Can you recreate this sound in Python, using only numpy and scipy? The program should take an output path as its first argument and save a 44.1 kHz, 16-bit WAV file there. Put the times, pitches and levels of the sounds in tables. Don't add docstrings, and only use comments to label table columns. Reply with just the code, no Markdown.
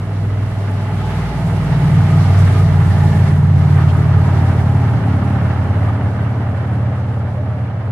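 import sys
import numpy as np
from scipy import signal
from scipy.fft import rfft, irfft, next_fast_len
from scipy.io import wavfile

SR = 44100
rng = np.random.default_rng(int(sys.argv[2]) if len(sys.argv) > 2 else 0)


def master(y):
    cut = np.clip(np.atleast_2d(y).T, -1, 1)
    pcm = np.round(cut * 32767)
    wavfile.write(sys.argv[1], SR, pcm.astype(np.int16))


N = 348831
TIME = np.arange(N) / SR
CLOSEST_S, CLOSE_FOR_S = 3.95, 1.72
CRANK_START_TURNS = 0.5
CRANK_HZ, SAG_HZ_PER_S = 19.487, 0.192


def from_db(db):
    return np.exp(np.asarray(db) * (np.log(10) / 20))


def rms_one(x):
    return x / np.sqrt(np.mean(x ** 2) + 1e-20)


def in_time(rows):
    times, *columns = np.transpose(rows)
    return [np.interp(TIME, times, column) for column in columns]


def colour(x, points):
    size = next_fast_len(N + 4096, real=True)
    hz, db = np.transpose(points)
    bins = np.maximum(np.fft.rfftfreq(size, 1 / SR), 1)
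    gain = from_db(np.interp(np.log(bins), np.log(hz), db))
    return irfft(rfft(x, size) * gain, size)[..., :N]


def drift(rate_hz):
    pole = np.exp(-80 * np.pi * rate_hz / SR)
    noise = rng.standard_normal(N // 40 + 2002)
    slow = signal.lfilter([1], [1, -2 * pole, pole * pole], noise)[2000:]
    return np.interp(np.arange(N) / 40, np.arange(len(slow)), rms_one(slow))


def resonate(x, hz, width):
    r = np.exp(-np.pi * width / SR)
    zeros = np.array([1, 0, -1]) * (1 - r * r) / 2
    poles = [1, -2 * r * np.cos(2 * np.pi * hz / SR), r * r]
    return signal.lfilter(zeros, poles, x)


def swell(when, lasting):
    return np.exp(-0.5 * np.minimum(((TIME - when) / lasting) ** 2, 40))


def bumps(rows):
    return from_db(sum(db * swell(when, lasting) for when, lasting, db in rows))


def passing(top_db, reached_s, until_s, rise_db_per_s, fall_db_per_s):
    rise = rise_db_per_s * np.maximum(reached_s - TIME, 0)
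    fall = fall_db_per_s * np.maximum(TIME - until_s, 0)
    return from_db(top_db - rise - fall)


SPEED_M_PER_S, DISTANCE_M, ABREAST_S, SOUND_M_PER_S = 11.77, 11.38, 2.486, 343


def doppler():
    along = SPEED_M_PER_S * (TIME - ABREAST_S)
    receding = along / np.hypot(along, DISTANCE_M)
    return 1 / (1 + SPEED_M_PER_S / SOUND_M_PER_S * receding)


# (f/Hz, side minus mid level/dB)
WIDTH = [(60, -31), (110, -12), (200, -28), (370, -12), (680, -11.5), (1250, -5.5), (2310, -1), (4230, 2.5),
         (7780, 0), (14300, -0.5)]


def spread(side):
    return colour(side, WIDTH) * [[1], [-1]]


def scattered(pair, spectrum):
    mid, side = colour(pair, spectrum)
    return rms_one(mid) + spread(rms_one(side))


# (crank order, relative level/dB)
BOOM = [(2, -17), (3, 0.5)]
FIRING = [(5, 0)]
BURBLE = [(6, -1), (6.5, -22.5), (7, -0.5)]
BARK = [(8, -2), (8.5, -22.5)]
GROWL = [(9, -1), (10, -9.5)]
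OVERTONES = [(11, -3.5), (12, -12), (13, -10), (14, -17.5), (15, -13.5), (16, -17), (18, -20.5)]
# (top level/dB, reached t/s, held until t/s, rise/dB per s, fall/dB per s)
BOOM_PASS = (-28, 1.5, 2.0, 3, 6)
FIRING_PASS = (-14, 2, 4.5, 5, 4.5)
BURBLE_PASS = (-17.5, 3, 5.5, 5.5, 2.5)
BARK_PASS = (-14.5, 2.0, 4.0, 12.5, 11)
GROWL_PASS = (-24, 2.0, 4.0, 7, 6)
RASP_PASS = (-25.5, 4.5, 6.0, 3, 4.5)
RUMBLE_PASS = (-21.5, 2.5, 5, 5, 3)
# (t/s, lasting/s, level/dB)
RASP_FLARES = [(1.95, 0.19, 6.5), (5.25, 0.105, 5)]
# (t/s, smear/radians per order squared)
THROB = [(0, 2.4), (2.7, 2.3), (3.7, 1.6), (7.91, 1.6)]
BOOM_SPILL_DB = -46.5
LURCH_DB = 0.85


def exhaust(turns):
    boom = passing(*BOOM_PASS) + from_db(BOOM_SPILL_DB)
    rumble = passing(*RUMBLE_PASS)
    rasp = passing(*RASP_PASS) * bumps(RASP_FLARES)
    smear, = in_time(THROB)
    drone = passing(*FIRING_PASS) * register(turns, FIRING, 0.1, smear)
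    drone += passing(*BURBLE_PASS) * register(turns, BURBLE, 0.12, smear)
    drone += passing(*BARK_PASS) * register(turns, BARK, 0.13, smear)
    drone += passing(*GROWL_PASS) * register(turns, GROWL, 0.2, smear)
    drone += boom * register(turns, BOOM, waver=0.29)
    drone += rasp * register(turns, OVERTONES, waver=0.2)
    drone *= from_db(LURCH_DB * drift(26))
    echo = from_db(3.5) * rumble * uneven_firing(turns)
    echo += from_db(1.5) * rasp * register(turns, OVERTONES, waver=0.93)
    return drone + rumble * uneven_firing(turns) + spread(echo)


# (crank order, t/s, lasting/s, level/dB)
ECHO_SWINGS = [(3, 0.73, 0.08, -9), (3, 3.2, 0.14, 1), (3, 3.62, 0.22, -10), (5, 0.28, 0.29, 4),
               (5, 1.275, 0.11, -13.5), (5, 1.723, 0.1, -17), (5, 2.8, 0.45, 1.5), (5, 4.97, 0.091, -6.5),
               (5, 6.3, 0.09, -6), (6, 0.3, 0.23, 6.5), (6, 1.2, 0.12, -2), (6, 1.74, 0.17, 5.5),
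               (6, 2.4, 0.09, -6), (6, 3.5, 0.35, -6.5), (6, 2.8, 0.23, 0), (6, 5.36, 0.17, -3.5),
               (7, 0.41, 0.12, -6), (7, 2.09, 0.3, 7), (7, 2.68, 0.12, -5), (7, 2.9, 0.39, -5),
               (7, 3.4, 0.22, 0), (7, 5.85, 0.19, -6.5), (8, 0.12, 0.12, 9.5), (8, 1.78, 0.23, 1.5),
               (8, 0.58, 0.1, -8), (8, 2.1, 0.095, 3.5), (8, 2.397, 0.11, -8), (8, 2.89, 0.049, -7.5),
               (8, 5, 0.11, -8), (9, 1.81, 0.08, -7), (9, 3.13, 0.26, -19), (11, 2.52, 0.086, 1),
               (11, 3.15, 0.14, 4.5), (11, 3.96, 0.16, -17), (11, 3.3, 0.14, 5.5), (12, 2.25, 0.12, 1),
               (13, 1.63, 0.16, -14), (13, 2.38, 0.22, 7), (13, 3.7, 0.24, -13), (14, 4.3, 0.48, 10),
               (15, 5.1, 0.083, 10)]


def register(turns, lines, waver, smear=1.5):
    out = np.zeros(N)
    for order, db in lines:
        order = np.round(2 * order) / 2
        angle = 2 * np.pi * order * turns - smear * (order - 6.5) ** 2
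        swings = [swing for line, *swing in ECHO_SWINGS if round(line) == order]
        level = from_db(db) * bumps(swings) * (1 + waver * drift(2.5))
        out -= level * np.cos(angle + waver * drift(2.7))
    return np.sqrt(2) * out


# (f/Hz, width/Hz, relative level/dB, extra fading/dB per s after CLOSEST_S)
PIPE = [(43, 10, -13, 3), (96.2, 10.7, 10.5, 1.5), (124.7, 9, 3, 3), (159.5, 26.4, 3.5, 1.5),
        (278.6, 25, -12.5, -0.5)]
RUMBLE_LOW_CUT_HZ = 86


def uneven_firing(turns, count=5):
    fires = np.diff(np.floor(count * turns), prepend=0) > 0
    puffs = (fires + from_db(-24.5)) * rng.standard_normal(N)
    low_cut = signal.butter(4, RUMBLE_LOW_CUT_HZ, "high", fs=SR, output="sos")
    puffs = signal.sosfilt(low_cut, puffs)
    past_s = np.maximum(TIME - CLOSEST_S, 0)
    rumble = np.zeros(N)
    for k, (hz, width, db, fade) in enumerate(PIPE):
        ringing = resonate(resonate(puffs, hz, 2 * width), hz, width)
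        rumble += (-1) ** k * from_db(db - fade * past_s) * ringing
    return rms_one(rumble)


# (f/Hz on the truck, coming level/dB per Hz, near level/dB per Hz, going level/dB per Hz), all relative
BAY = [(160, -14, -22, -24), (207, 5.5, -4.5, 1), (268, 9.5, 1, 7), (322, -1, 0.5, -5.5),
       (378, 5.5, 2.5, -3), (454, 2, 1, -0.5), (502, -2, -6.5, -0.5), (573, 0, -3, 2), (635, 5, 1, 3),
       (726, -1.5, -1, -1.5), (837, 0.5, 1.5, 0.5), (875, -6, -2, -3.5), (968, -10, -3.5, -11),
       (1280, -26, -20, -14), (2500, -60, -48, -76)]


def engine_bay(turns, beat=0.1, lope=0.067, repeat_db=-6, size=2400):
    clatter = np.interp(turns % 1, np.arange(size) / size, rng.standard_normal(size))
    pulsing = 1 + beat * np.cos(6 * np.pi * turns) + lope * np.cos(2 * np.pi * turns)
    fan = rng.standard_normal((2, N))
    mid, side = (fan + from_db(repeat_db) * clatter * [[1], [0]]) * pulsing
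    source = mid + spread(side)
    coming, near, going = (rms_one(colour(source, np.array(BAY)[:, [0, column]])) for column in (1, 2, 3))
    closeness = swell(CLOSEST_S, CLOSE_FOR_S)
    rush = closeness * near + (1 - closeness) * np.where(TIME < CLOSEST_S, coming, going)
    heard = np.cumsum(doppler())
    return from_db(-4.0) * np.array([np.interp(heard, np.arange(N), ear) for ear in rush])


# (f/Hz on the truck, width/Hz, loudest t/s, lasting/s, level/dB)
WHINES = [(828, 40, 1.25, 0.42, -37), (880, 26, 1.55, 0.3, -40.5), (650, 40, 2.2, 0.2, -37.5),
          (790, 50, 2.2, 0.25, -38), (848, 36, 3.0, 0.24, -33.5), (1800, 200, 3.05, 0.25, -40),
          (364, 50, 3.08, 0.06, -34), (360, 36, 3.78, 0.1, -38), (845, 34, 4.8, 0.38, -35),
          (294, 20, 6.2, 0.5, -41), (632, 49, 7.42, 0.23, -41), (1210, 70, 1.3, 0.4, -45),
          (1204, 60, 2.17, 0.18, -35.5), (1240, 50, 2.6, 0.045, -34), (1277, 77, 4.05, 0.47, -42)]
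WHINE_WANDER, WHINE_WANDERS_PER_S = 0.01, 8


def whines():
    out = np.zeros(N)
    heard_s = np.cumsum(doppler() * (1 + WHINE_WANDER * drift(WHINE_WANDERS_PER_S))) / SR
    for hz, width, when, lasting, db in WHINES:
        angle = 2 * np.pi * hz * heard_s
        tone = drift(width / 2) * np.cos(angle) + drift(width / 2) * np.sin(angle)
        out += from_db(db) * swell(when, lasting) * tone
    return out


# (f/Hz, relative level/dB per Hz)
TYRES = [(600, -8), (950, 1.5), (1100, 2.5), (1260, 3.5), (1450, 1), (1800, -2), (2100, -7), (2400, -10.5),
         (2800, -13), (3600, -22.5), (5500, -35), (10000, -63)]
RATTLE_DB, RATTLES_PER_S = 1.3, 60


def tyre_roar(lumps_db=1.0):
    jolts = from_db(lumps_db * drift(11.4) + RATTLE_DB * drift(RATTLES_PER_S))
    return from_db(-3.0) * scattered(rng.standard_normal((2, N)) * jolts, TYRES)


# (f/Hz, relative level/dB per Hz)
GRIT = [(1200, -3.5), (2000, 12.5), (2800, 2.5), (3800, 0.5), (5000, -2.5), (6500, -6), (9000, -7),
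        (11200, -9), (12500, -15.5), (14500, -22)]
CRISP = [(1500, -17), (2800, -4), (3600, -16), (7000, -31)]
GRIT_PER_S, GRIT_SIZE_DB = 1500, 2.1
SAND_DB, CLUMP_DB = 10, 1.1


def grit(front_db=-3.0):
    sizes = from_db(GRIT_SIZE_DB * np.minimum(rng.exponential(1, N), 5))
    stones = sizes * (rng.random(N) < GRIT_PER_S / SR)
    cracks = rms_one(stones * rng.standard_normal((2, N)))
    sand = from_db(SAND_DB) * rng.standard_normal((2, N))
    crunch = clumped(cracks + sand, CLUMP_DB)
    crisp = from_db(front_db) * swell(0.64, 1.55) * scattered(rng.standard_normal((2, N)), CRISP)
    return from_db(3.5) * scattered(crunch, GRIT) + crisp * from_db(1.2 * drift(31))


def clumped(x, clump_db, splits_hz=(3200, 6000)):
    out = 0
    for hz in splits_hz:
        low = colour(x, [(hz, 0), (2 * hz, -60)])
        out = out + low * from_db(clump_db * drift(13))
        x = x - low
    return out + x * from_db(clump_db * drift(13))


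# (f/Hz, width/Hz, t/s, lasting/s, level/dB)
SPRAYS = [(2980, 830, 1.02, 0.09, -47), (6800, 3300, 2.4, 0.021, -44), (2880, 700, 3.9, 0.013, -38)]


def sprays():
    sand = rng.standard_normal((2, N))
    return sum(from_db(db) * swell(when, lasting) * rms_one(resonate(sand, hz, width))
               for hz, width, when, lasting, db in SPRAYS)


# (crank order, relative level/dB, waver/0-1)
FAR_LINES = [(3, -14, .3), (5, -5.5, 0.6), (6, -1, 0.5), (8, -7.5, .4), (8.5, -3, 0.65)]
# (top level/dB, reached t/s, held until t/s, rise/dB per s, fall/dB per s)
FAR_PASS = (-23, 2.1, 1.5, 15.5, 2.5)
FAR_CRANK_HZ = 20.55


def far_drone():
    turns = np.cumsum(FAR_CRANK_HZ - SAG_HZ_PER_S * TIME) / SR
    drone = np.zeros(N)
    for order, db, waver in FAR_LINES:
        order = np.round(2 * order) / 2
        level = from_db(db) * (1 + waver * drift(1.1))
        drone += level * np.sin(2 * np.pi * order * turns + waver * drift(0.88))
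    return -np.sqrt(2) * passing(*FAR_PASS) * drone


def low_air():
    spectrum = [(8, -22), (28, 9), (42, 8), (80, -23), (400, -64)]
    return from_db(-45.0) * rms_one(colour(rng.standard_normal((2, N)), spectrum))


# (top level/dB, reached t/s, held until t/s, rise/dB per s, fall/dB per s)
BAY_PASS = (-24.5, 1.5, 6, 3.0, 2.5)
ROAR_PASS = (-30.5, 2.0, 5.5, 3.0, 3)
GRIT_PASS = (-41, 2.5, 2.5, 4.5, 3.5)
# (t/s, lasting/s, roar level/dB, grit level/dB)
SURGES = [(1.18, 0.096, 0.4, 3), (2.55, 0.12, 1.3, 0.5), (2.76, 0.12, -0.3, -3.5), (3.06, 0.048, 1, -0.5),
          (3.28, 0.012, 3, 2.5), (3.48, 0.11, -4, -6), (3.79, 0.026, 2.5, 0.5), (4.08, 0.14, -0.2, -1.5),
          (3.9, 0.026, -1, -1.5), (4.42, 0.14, 2.5, 1), (5.5, 0.032, 1, 1.5)]
BAY_SURGE = 0.96
# (f/Hz, left minus right level/dB)
LEAN = [(150, -.5), (300, -.1), (600, -1.2), (2200, -2.5), (4200, -.8), (10000, -.2)]


def scene():
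    turns = CRANK_START_TURNS + np.cumsum((CRANK_HZ - SAG_HZ_PER_S * TIME) * doppler()) / SR
    surge, grit_surge = (bumps(np.array(SURGES)[:, [0, 1, column]]) for column in (2, 3))
    bay = passing(*BAY_PASS) * surge ** BAY_SURGE * engine_bay(turns)
    roar = passing(*ROAR_PASS) * surge * tyre_roar()
    crunch = passing(*GRIT_PASS) * grit_surge * grit() + sprays()
    left, right = exhaust(turns) + bay + whines() + roar + crunch + far_drone()
    left = colour(left, [(hz, db / 2) for hz, db in LEAN])
    right = colour(right, [(hz, -db / 2) for hz, db in LEAN])
    return np.array([left, right]) + low_air()


# (f/Hz, width/Hz, depth/0-1)
NOTCHES = [(2498, 73, 1), (7520, 110, 0.5)]
CUTOFF_HZ = 15400


def record(dry):
    for hz, width, depth in NOTCHES:
        dry = dry - depth * resonate(dry, hz, width)
    rounded = dry / (1 + dry ** 8) ** (1 / 8)
    return signal.sosfilt(signal.cheby2(12, 70, CUTOFF_HZ, fs=SR, output="sos"), rounded)


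dry = scene()
out = record(dry)
master(out)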